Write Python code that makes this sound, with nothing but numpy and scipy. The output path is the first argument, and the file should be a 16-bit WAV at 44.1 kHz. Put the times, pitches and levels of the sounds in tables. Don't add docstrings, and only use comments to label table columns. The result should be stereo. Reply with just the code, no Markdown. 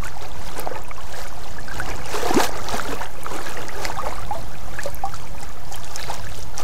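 import sys
import numpy as np
from scipy import signal
from scipy.fft import next_fast_len
from scipy.io import wavfile
from scipy.ndimage import uniform_filter1d

SR = 44100
rng = np.random.default_rng(int(sys.argv[2]) if len(sys.argv) > 2 else 0)


def digitize_waveform(pressure):
    field = np.atleast_2d(pressure).T
    bounded = np.clip(field, -1, 1)
    quanta = np.round(bounded * 32767).astype(np.int16)
    wavfile.write(sys.argv[1], SR, quanta)


N = 292675
TIME = np.arange(N) / SR
TOP_HZ = 15800

# peak_s, build_s, settle_s, churn_db, slosh_db, spray_db
LEG_SURGES = [(0.045, .07, .18, -54, -40, -42), (0.23, .12, .2, -42, -37, -45.5),
              (0.48, .3, .2, -45, -39, -43), (0.595, .14, .14, -33, -34, -42),
              (0.765, .3, .12, -38, -35, -50), (1.2, .39, .28, -48, -36, -41),
              (1.45, .25, .6, -45.5, -43, -47), (1.79, .26, .12, -38, -36, -41),
              (1.884, .15, .36, -36, -33, -42), (2.15, .14, .21, -34.5, -29, -34),
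              (2.29, .28, .26, -31, -28, -36), (2.405, .13, .09, -25, -21, -29),
              (2.443, .04, .055, -38, -25, -27), (2.56, .25, .28, -35, -33, -43.5),
              (2.745, .2, .24, -33.5, -29, -35), (2.92, .2, .15, -33.5, -31, -40),
              (3.02, .1, .14, -48, -32.5, -43), (3.35, .26, .3, -31.5, -33, -40.5),
              (3.49, .2, .2, -46, -35, -41), (3.585, .1, .3, -34.5, -34, -45),
              (3.852, .24, .2, -34, -30, -37), (4.076, .3, .42, -41, -34.5, -43),
              (4.35, .1, .45, -45, -41, -46.5), (4.85, .45, .2, -43, -38, -43),
              (5.155, .3, .4, -52, -46, -46.5), (5.43, .2, .16, -53, -42, -47),
              (5.735, .1, .16, -50, -42, -44), (6.0, .55, .2, -48, -40, -41.5),
              (6.11, .15, .24, -50, -34, -41), (6.38, .3, .19, -45, -48, -42),
              (6.596, .09, .34, -43, -34, -39)]
# churn_db, slosh_db, spray_db
LAPPING_FLOOR = (-50, -44, -54)
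# time_s, relative_db
BUFFET_SWELL = [(0, -39.5), (1.5, -41), (1.8, -34.5), (2.1, -39), (3.0, -37.5), (3.3, -42), (4.45, -36.5),
                (4.65, -39), (5.2, -37), (5.6, -40.5), (6.6, -38)]
# start_s, pitch_hz, level_db, t60_s, rise_ratio (share of pitch gained by t60_s)
NEAR_BUBBLES = [(0.0253, 1125, -23, .029, 0.082), (0.0376, 2133, -22, .013, 0.12),
                (0.0548, 1390, -24.5, 0.096, 0.65), (0.081, 1780, -13, 0.0048, .1),
                (0.1676, 820, -23.5, 0.024, 0.11), (0.6636, 623, -23, 0.12, .1),
                (0.6732, 715, -4.5, 0.012, .1), (0.7132, 500, -17.5, 0.033, 0.12),
                (0.8827, 960, -28, 0.048, 0.081), (0.9117, 2200, -23.5, .02, .1),
                (0.913, 1080, -23, 0.026, 0.98), (0.9806, 1056, -26.5, 0.095, 0.13),
                (1.5846, 1650, -26.5, 0.051, 0.29), (1.681, 1490, -27.5, .09, .4),
                (1.7136, 1560, -23, .052, 0.24), (1.7994, 1420, -13.5, 0.054, .5),
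                (1.9112, 2260, -23, .022, .3), (2.1416, 413, -22, 0.22, 0.13),
                (2.1536, 1070, -18.5, .035, .1), (2.2294, 460, -15.5, 0.053, .3),
                (2.2535, 700, -18.5, 0.14, 0.18), (2.2588, 422, -14.5, 0.034, .3),
                (2.306, 730, -14, 0.042, .1), (2.3078, 310, -10.5, 0.038, .5),
                (2.3359, 963, -17.5, 0.078, 0.28), (2.3995, 760, -5.5, 0.019, 0.7),
                (2.4935, 624, -13, .018, .1), (2.6934, 1190, -19, .019, .1),
                (2.7402, 228, -18.5, 0.071, .1), (2.7403, 695, -16.5, .043, 0.38),
                (2.7966, 1370, -7.5, 0.012, .1), (2.8532, 1365, -14, .02, .1),
                (2.8886, 275.4, -25.5, .2, 0.074), (2.9182, 980, -22, .056, .1),
                (2.9299, 410, -18.5, 0.06, 0.76), (3.0082, 885, -19, 0.066, 0.81),
                (3.0162, 1376, -22, .045, 0.75), (3.264, 1240, -9, 0.011, .1),
                (3.3108, 974, -19.5, .053, .1), (3.388, 1360, -15.5, 0.01, .5),
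                (3.4653, 1615, -20.5, .03, 0.11), (3.5713, 1790, -20, 0.023, .4),
                (3.6908, 1820, -24, 0.045, 0.96), (3.761, 400, -32.5, 0.34, 0.31),
                (3.8526, 2010, -8.5, 0.0077, .1), (3.8995, 860, -12.5, 0.024, .1),
                (3.97, 737, -22.5, 0.086, 0.55), (3.9868, 1060, -18.5, 0.079, 0.26),
                (3.9954, 1194, -21, 0.073, .2), (4.0317, 527, -24, .1, .05), (4.06, 1086, -21, .06, .1),
                (4.0661, 863, -18, .05, .05), (4.0681, 567, -21, 0.18, 0.95), (4.1251, 973, -20, 0.045, .4),
                (4.182, 1150, -25.5, 0.056, .1), (4.222, 1284, -28, 0.077, 0.47),
                (4.3088, 796, -17.5, .15, 0.69), (4.3525, 658, -20.5, 0.15, .08),
                (4.7878, 1584, -15.5, 0.052, .7), (4.788, 2510, -24.5, 0.025, .1),
                (4.8574, 564, -16, 0.11, 0.056), (5.0368, 776, -17, 0.15, .1),
                (5.0532, 1120, -25.5, 0.097, .1), (5.1376, 1320, -26, 0.056, .08),
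                (5.7129, 754, -27.5, 0.069, 0.43), (5.7442, 3100, -27, .024, .1),
                (5.996, 1700, -20.5, 0.018, .1), (6.0383, 2120, -20.5, .019, .1),
                (6.0994, 831, -19.5, 0.081, 0.57), (6.269, 1710, -20.5, 0.014, 0.11)]
# start_s, centre_hz, level_db
NEAR_DROPS = [(0.071, 8130, -22), (0.5808, 7000, -17.5), (0.5967, 10700, -13), (0.8374, 13100, -28),
              (1.2361, 12800, -28), (2.0585, 6140, -16.5), (2.3448, 6230, -8.5), (2.402, 4500, -7.5),
              (2.4434, 6000, -24), (2.6861, 4340, -10), (2.7727, 8500, -17.5), (3.2343, 10000, -20.5),
              (3.6835, 5500, -16.5), (3.852, 5200, -7), (4.8346, 6400, -13), (4.8603, 6300, -20),
              (4.9458, 11900, -17), (5.054, 7000, -24.5), (5.143, 5240, -19.5), (5.1607, 6660, -26),
              (5.43, 6900, -19.5), (5.724, 6950, -16), (5.7578, 9900, -18), (5.8455, 5650, -18),
              (5.9599, 6100, -8.5), (6.0284, 4470, -14), (6.1408, 6900, -15.5), (6.4267, 5290, -19),
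              (6.5804, 6180, -10.5)]
# time_s, pitch_hz, level_db
GULP_SWEEPS = [
    [(2.346, 181, -12), (2.358, 217, -27), (2.366, 249, -7.5), (2.377, 360, -11), (2.383, 397, -11),
     (2.394, 540, -33)],
    [(6.079, 350, -37.5), (6.085, 425, -32.5), (6.094, 540, -33), (6.101, 736, -20), (6.110, 1000, -30)],
]
# frequency_hz, relative_db
CHURN_EQ = [(110, -20.5), (180, 3), (250, -1), (380, 4.5), (500, 2), (700, -11)]
SLOSH_EQ = [(300, -21.5), (450, -8), (560, 1.5), (850, -1), (1150, -4), (1600, -7), (2200, -11.5),
            (3200, -16)]
SPRAY_EQ = [(1300, -20), (2300, -3), (3100, 1), (4400, 3), (5500, 2), (6800, 2.5), (8300, -3),
            (10500, -7.5), (13000, -5), (15500, -13)]
PATTER_EQ = [(3000, 8), (6500, 11.5), (10000, -10), (15000, -2)]
RUMBLE_EQ = [(2, 2), (6, -7.5), (16, -8.5), (24, -6), (35, -9.5), (60, -13), (100, -17), (140, -17.5),
             (185, -24), (300, -30.5), (600, -52)]
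FOAM_EQ = [(6000, -27), (9300, 3), (13000, 0), (15500, -2)]
STICK_EQ = [(800, -11), (1150, 7), (2300, -2), (4000, 3), (6500, -20)]


def gain_of(db):
    return 10 ** (np.asarray(db) / 20)


def normalised(x):
    return x / np.sqrt(np.mean(x ** 2) + 1e-20)


def levelled(x, window):
    power = uniform_filter1d(uniform_filter1d(x ** 2, window), window)
    return x / np.sqrt(abs(power) + 1e-12)


def equalised(x, curve):
    hz, db = np.transpose(curve)
    size = next_fast_len(N + 8192)
    bin_hz = abs(np.fft.fftfreq(size, 1 / SR))
    hz = np.r_[hz[0] / 2, hz, hz[-1] * 2]
    db = np.r_[db[0] - 30, db, db[-1] - 30]
    shape_db = np.interp(np.log(bin_hz + 1), np.log(hz), db)
    response = np.exp(np.conj(signal.hilbert(np.log(gain_of(shape_db)))))
    return normalised(np.fft.ifft(np.fft.fft(x, size) * response).real[:N])


def add(mix, start_s, sound):
    part = mix[max(round(start_s * SR), 0):][:len(sound)]
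    part += sound[:len(part)]


def surges(range_db=20):
    power = gain_of(LAPPING_FLOOR)[:, None] ** 2 * np.ones(N)
    for peak_s, build_s, settle_s, *levels_db in LEG_SURGES:
        away = np.maximum((peak_s - TIME) / build_s, (TIME - peak_s) / settle_s)
        swell = gain_of(-range_db * np.minimum(away, 10))
        power += (gain_of(levels_db)[:, None] * swell) ** 2
    return 10 * np.log10(power)


def density(level_db, growth):
    rate = gain_of(growth * level_db)
    return rate / rate.mean()


def bubble(hz, t60_s, rise):
    t = np.arange(int(t60_s * SR) + 8) / SR
    attack = 1 - np.exp(-3.7 * hz * t)
    envelope = attack * gain_of(-60 * t / t60_s)
    return envelope * np.sin(2 * np.pi * hz * t * (1 + rise * t / t60_s / 2))


def swarm(low_hz, high_hz, per_s, cycles, rise, spread_db, sizes):
    out = np.zeros(N)
    due = np.cumsum(per_s * np.ones(N)) / SR / sizes
    for hz, (life, climb) in zip(np.geomspace(low_hz, high_hz, sizes), rng.random((sizes, 2))):
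        gap, accent, flip = rng.standard_exponential((3, 1500))
        at = np.searchsorted(due, np.cumsum(gap))
        polarity = np.sign(flip - np.log(2))
        strength = gain_of(spread_db * np.minimum(accent, 3.5)) * polarity
        births = np.bincount(at, strength, N + 1)[:N]
        ring = bubble(hz, cycles * (.5 + life) / hz, rise * climb)
        out += signal.oaconvolve(births, ring / np.linalg.norm(ring))[:N] * np.sqrt(hz)
    return normalised(out)


def stirred(bubbles, curve, level_db, foam_db, window, duck):
    lull_db = np.minimum(level_db - np.percentile(level_db, 75), 0)
    water = bubbles * gain_of(duck * lull_db) + gain_of(foam_db) * rng.standard_normal(N)
    return levelled(equalised(water, curve), window) * gain_of(level_db)


def wading(churn_db, slosh_db, spray_db):
    large = swarm(201, 552, 220 * density(churn_db, 1.2), cycles=29.4, rise=.59, spread_db=3.5, sizes=14)
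    mid = swarm(468, 2755, 650 * density(slosh_db, 1.3), cycles=56, rise=.86, spread_db=.5, sizes=60)
    tiny = swarm(2000, 14500, 2600 * density(spray_db, 1.3), cycles=30, rise=.4, spread_db=4.3, sizes=44)
    churn = stirred(large, CHURN_EQ, churn_db, foam_db=3.8, window=3000, duck=.22)
    slosh = stirred(mid, SLOSH_EQ, slosh_db, foam_db=-.064, window=2200, duck=.87)
    spray = stirred(tiny, SPRAY_EQ, spray_db, foam_db=-2, window=2600, duck=.35)
    return gain_of(-3.1) * churn + gain_of(.01) * slosh + spray


def lone_bubbles(swarm_db, per_s, centre_hz, octaves, cycles, rise, over_db, spread_db, follow=.55):
    out = np.zeros(N)
    due = np.cumsum(per_s * density(swarm_db, 1)) / SR
    level_db = over_db + swarm_db.mean() + follow * (swarm_db - swarm_db.mean())
    for k, (late, life, climb, pitch, accent) in enumerate(rng.uniform(-1, 1, (1200, 5))):
        at = np.searchsorted(due, k + 2 + 2 * late)
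        if at < N:
            hz = centre_hz * 2 ** (octaves * pitch)
            ring = bubble(hz, cycles * (1 + life / 2) / hz, rise * climb ** 2)
            add(out, at / SR, gain_of(level_db[at] + spread_db * accent) * ring)
    return out


def gurgle(slosh_db, spray_db):
    chirps = lone_bubbles(slosh_db, per_s=36, centre_hz=1401, octaves=1,
                          cycles=46.5, rise=.6, over_db=7, spread_db=2.5)
    crackle = lone_bubbles(spray_db, per_s=65, centre_hz=5400, octaves=.903,
                           cycles=27, rise=.35, over_db=13, spread_db=8.5)
    return chirps + crackle


def patter(spray_db, per_s=45, spread_db=7, trim_db=-9, decay_s=.0008):
    strength = gain_of(spread_db * np.minimum(rng.standard_exponential(N), 2.5))
    hits = (rng.random(N) < per_s / SR) * strength
    t = np.arange(256) / SR
    burst = rng.standard_normal(len(t)) * np.exp(-t / decay_s)
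    ticks = signal.oaconvolve(hits, burst)[:N]
    return equalised(ticks, PATTER_EQ) * gain_of(trim_db + spray_db)


def rumble(trim_db=5, gust_db=1.1, fastest_gust_hz=6.9):
    rates, phases = fastest_gust_hz * rng.random(12), rng.random(12)
    gusts = sum(np.sin(2 * np.pi * (hz * TIME + phase)) for hz, phase in zip(rates, phases))
    swell_db = np.interp(TIME, *np.transpose(BUFFET_SWELL))
    level_db = trim_db + swell_db + gust_db * normalised(gusts)
    return gain_of(level_db) * equalised(rng.standard_normal(N), RUMBLE_EQ)


def plops(wobble=.19):
    out = np.zeros(N)
    for start_s, hz, db, t60_s, rise in NEAR_BUBBLES:
        add(out, start_s, gain_of(db) * bubble(hz, t60_s, rise))
    flutter_band = signal.butter(3, [40, 130], "band", fs=SR, output="sos")
    surface = normalised(signal.sosfilt(flutter_band, rng.standard_normal(N)))
    return out * (1 + wobble * surface)


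def drops(snap_t60_s=.0017, crack_t60_s=.0049, splatter_t60_s=.022, band_ratio=1.28):
    out = np.zeros(N)
    t = np.arange(2048) / SR
    crack = gain_of(-9 - 60 * t / crack_t60_s)
    splatter = gain_of(-19 - 60 * t / splatter_t60_s)
    for start_s, hz, db in NEAR_DROPS:
        band = signal.butter(2, [hz / band_ratio, min(hz * band_ratio, TOP_HZ)], "band", fs=SR)
        noise = levelled(signal.lfilter(*band, rng.standard_normal(len(t))), window=64)
        add(out, start_s, gain_of(db) * bubble(hz, snap_t60_s, rise=0))
        add(out, start_s, gain_of(db) * (crack + splatter) * noise)
    return out


def gulps():
    out = np.zeros(N)
    for sweep in GULP_SWEEPS:
        time_s, hz, db = np.transpose(sweep)
        t = np.arange(time_s[0], time_s[-1], 1 / SR)
        note = np.sin(2 * np.pi * np.cumsum(np.interp(t, time_s, hz)) / SR)
        envelope = gain_of(np.interp(t, time_s, db)) * signal.windows.tukey(len(t), .1)
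        add(out, time_s[0], note * envelope)
    return out


def foam(start_s=2.45, build_s=.22, fade_db_per_s=1.5, level_db=-54.5):
    fizz = swarm(7000, 16000, per_s=900, cycles=16, rise=.2, spread_db=3.5, sizes=12)
    age = np.maximum(TIME - start_s, 0)
    envelope = np.minimum(age / build_s, 1) * gain_of(level_db - fade_db_per_s * age)
    return equalised(fizz, FOAM_EQ) * envelope


def stick_splash(start_s=5.96, build_s=.036, t60_s=1.2, level_db=-38):
    beads = swarm(940, 5400, per_s=400, cycles=36, rise=.5, spread_db=-.5, sizes=30)
    age = np.maximum(TIME - start_s, 0)
    envelope = np.minimum(age / build_s, 1) * gain_of(level_db - 60 * age / t60_s)
    return levelled(equalised(beads, STICK_EQ), window=2600) * envelope


def with_reflections(x, wet_db=-15, t60_s=.02):
    t = np.arange(SR // 3) / SR
    taps = rng.standard_normal(len(t)) * (rng.random(len(t)) < .05)
    taps *= (t > .002) * gain_of(-60 * t / t60_s)
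    return x + gain_of(wet_db) * signal.oaconvolve(x, taps / np.linalg.norm(taps))[:N]


def scene():
    churn_db, slosh_db, spray_db = surges()
    strides = wading(churn_db, slosh_db, spray_db) + gurgle(slosh_db, spray_db) + patter(spray_db)
    water = with_reflections(strides + drops() + plops() + gulps() + foam() + stick_splash())
    hiss = gain_of(-60) * rng.standard_normal(N)
    return water + hiss + rumble() * gain_of([[.35], [-.35]])


def record(dry):
    low_pass = signal.firwin(401, TOP_HZ, window=("kaiser", 9), fs=SR)
    dc_offset = np.array([[.2228], [.179]])
    return signal.oaconvolve(dry, low_pass[None], "same", axes=1) + dc_offset


dry = scene()
out = record(dry)
digitize_waveform(out)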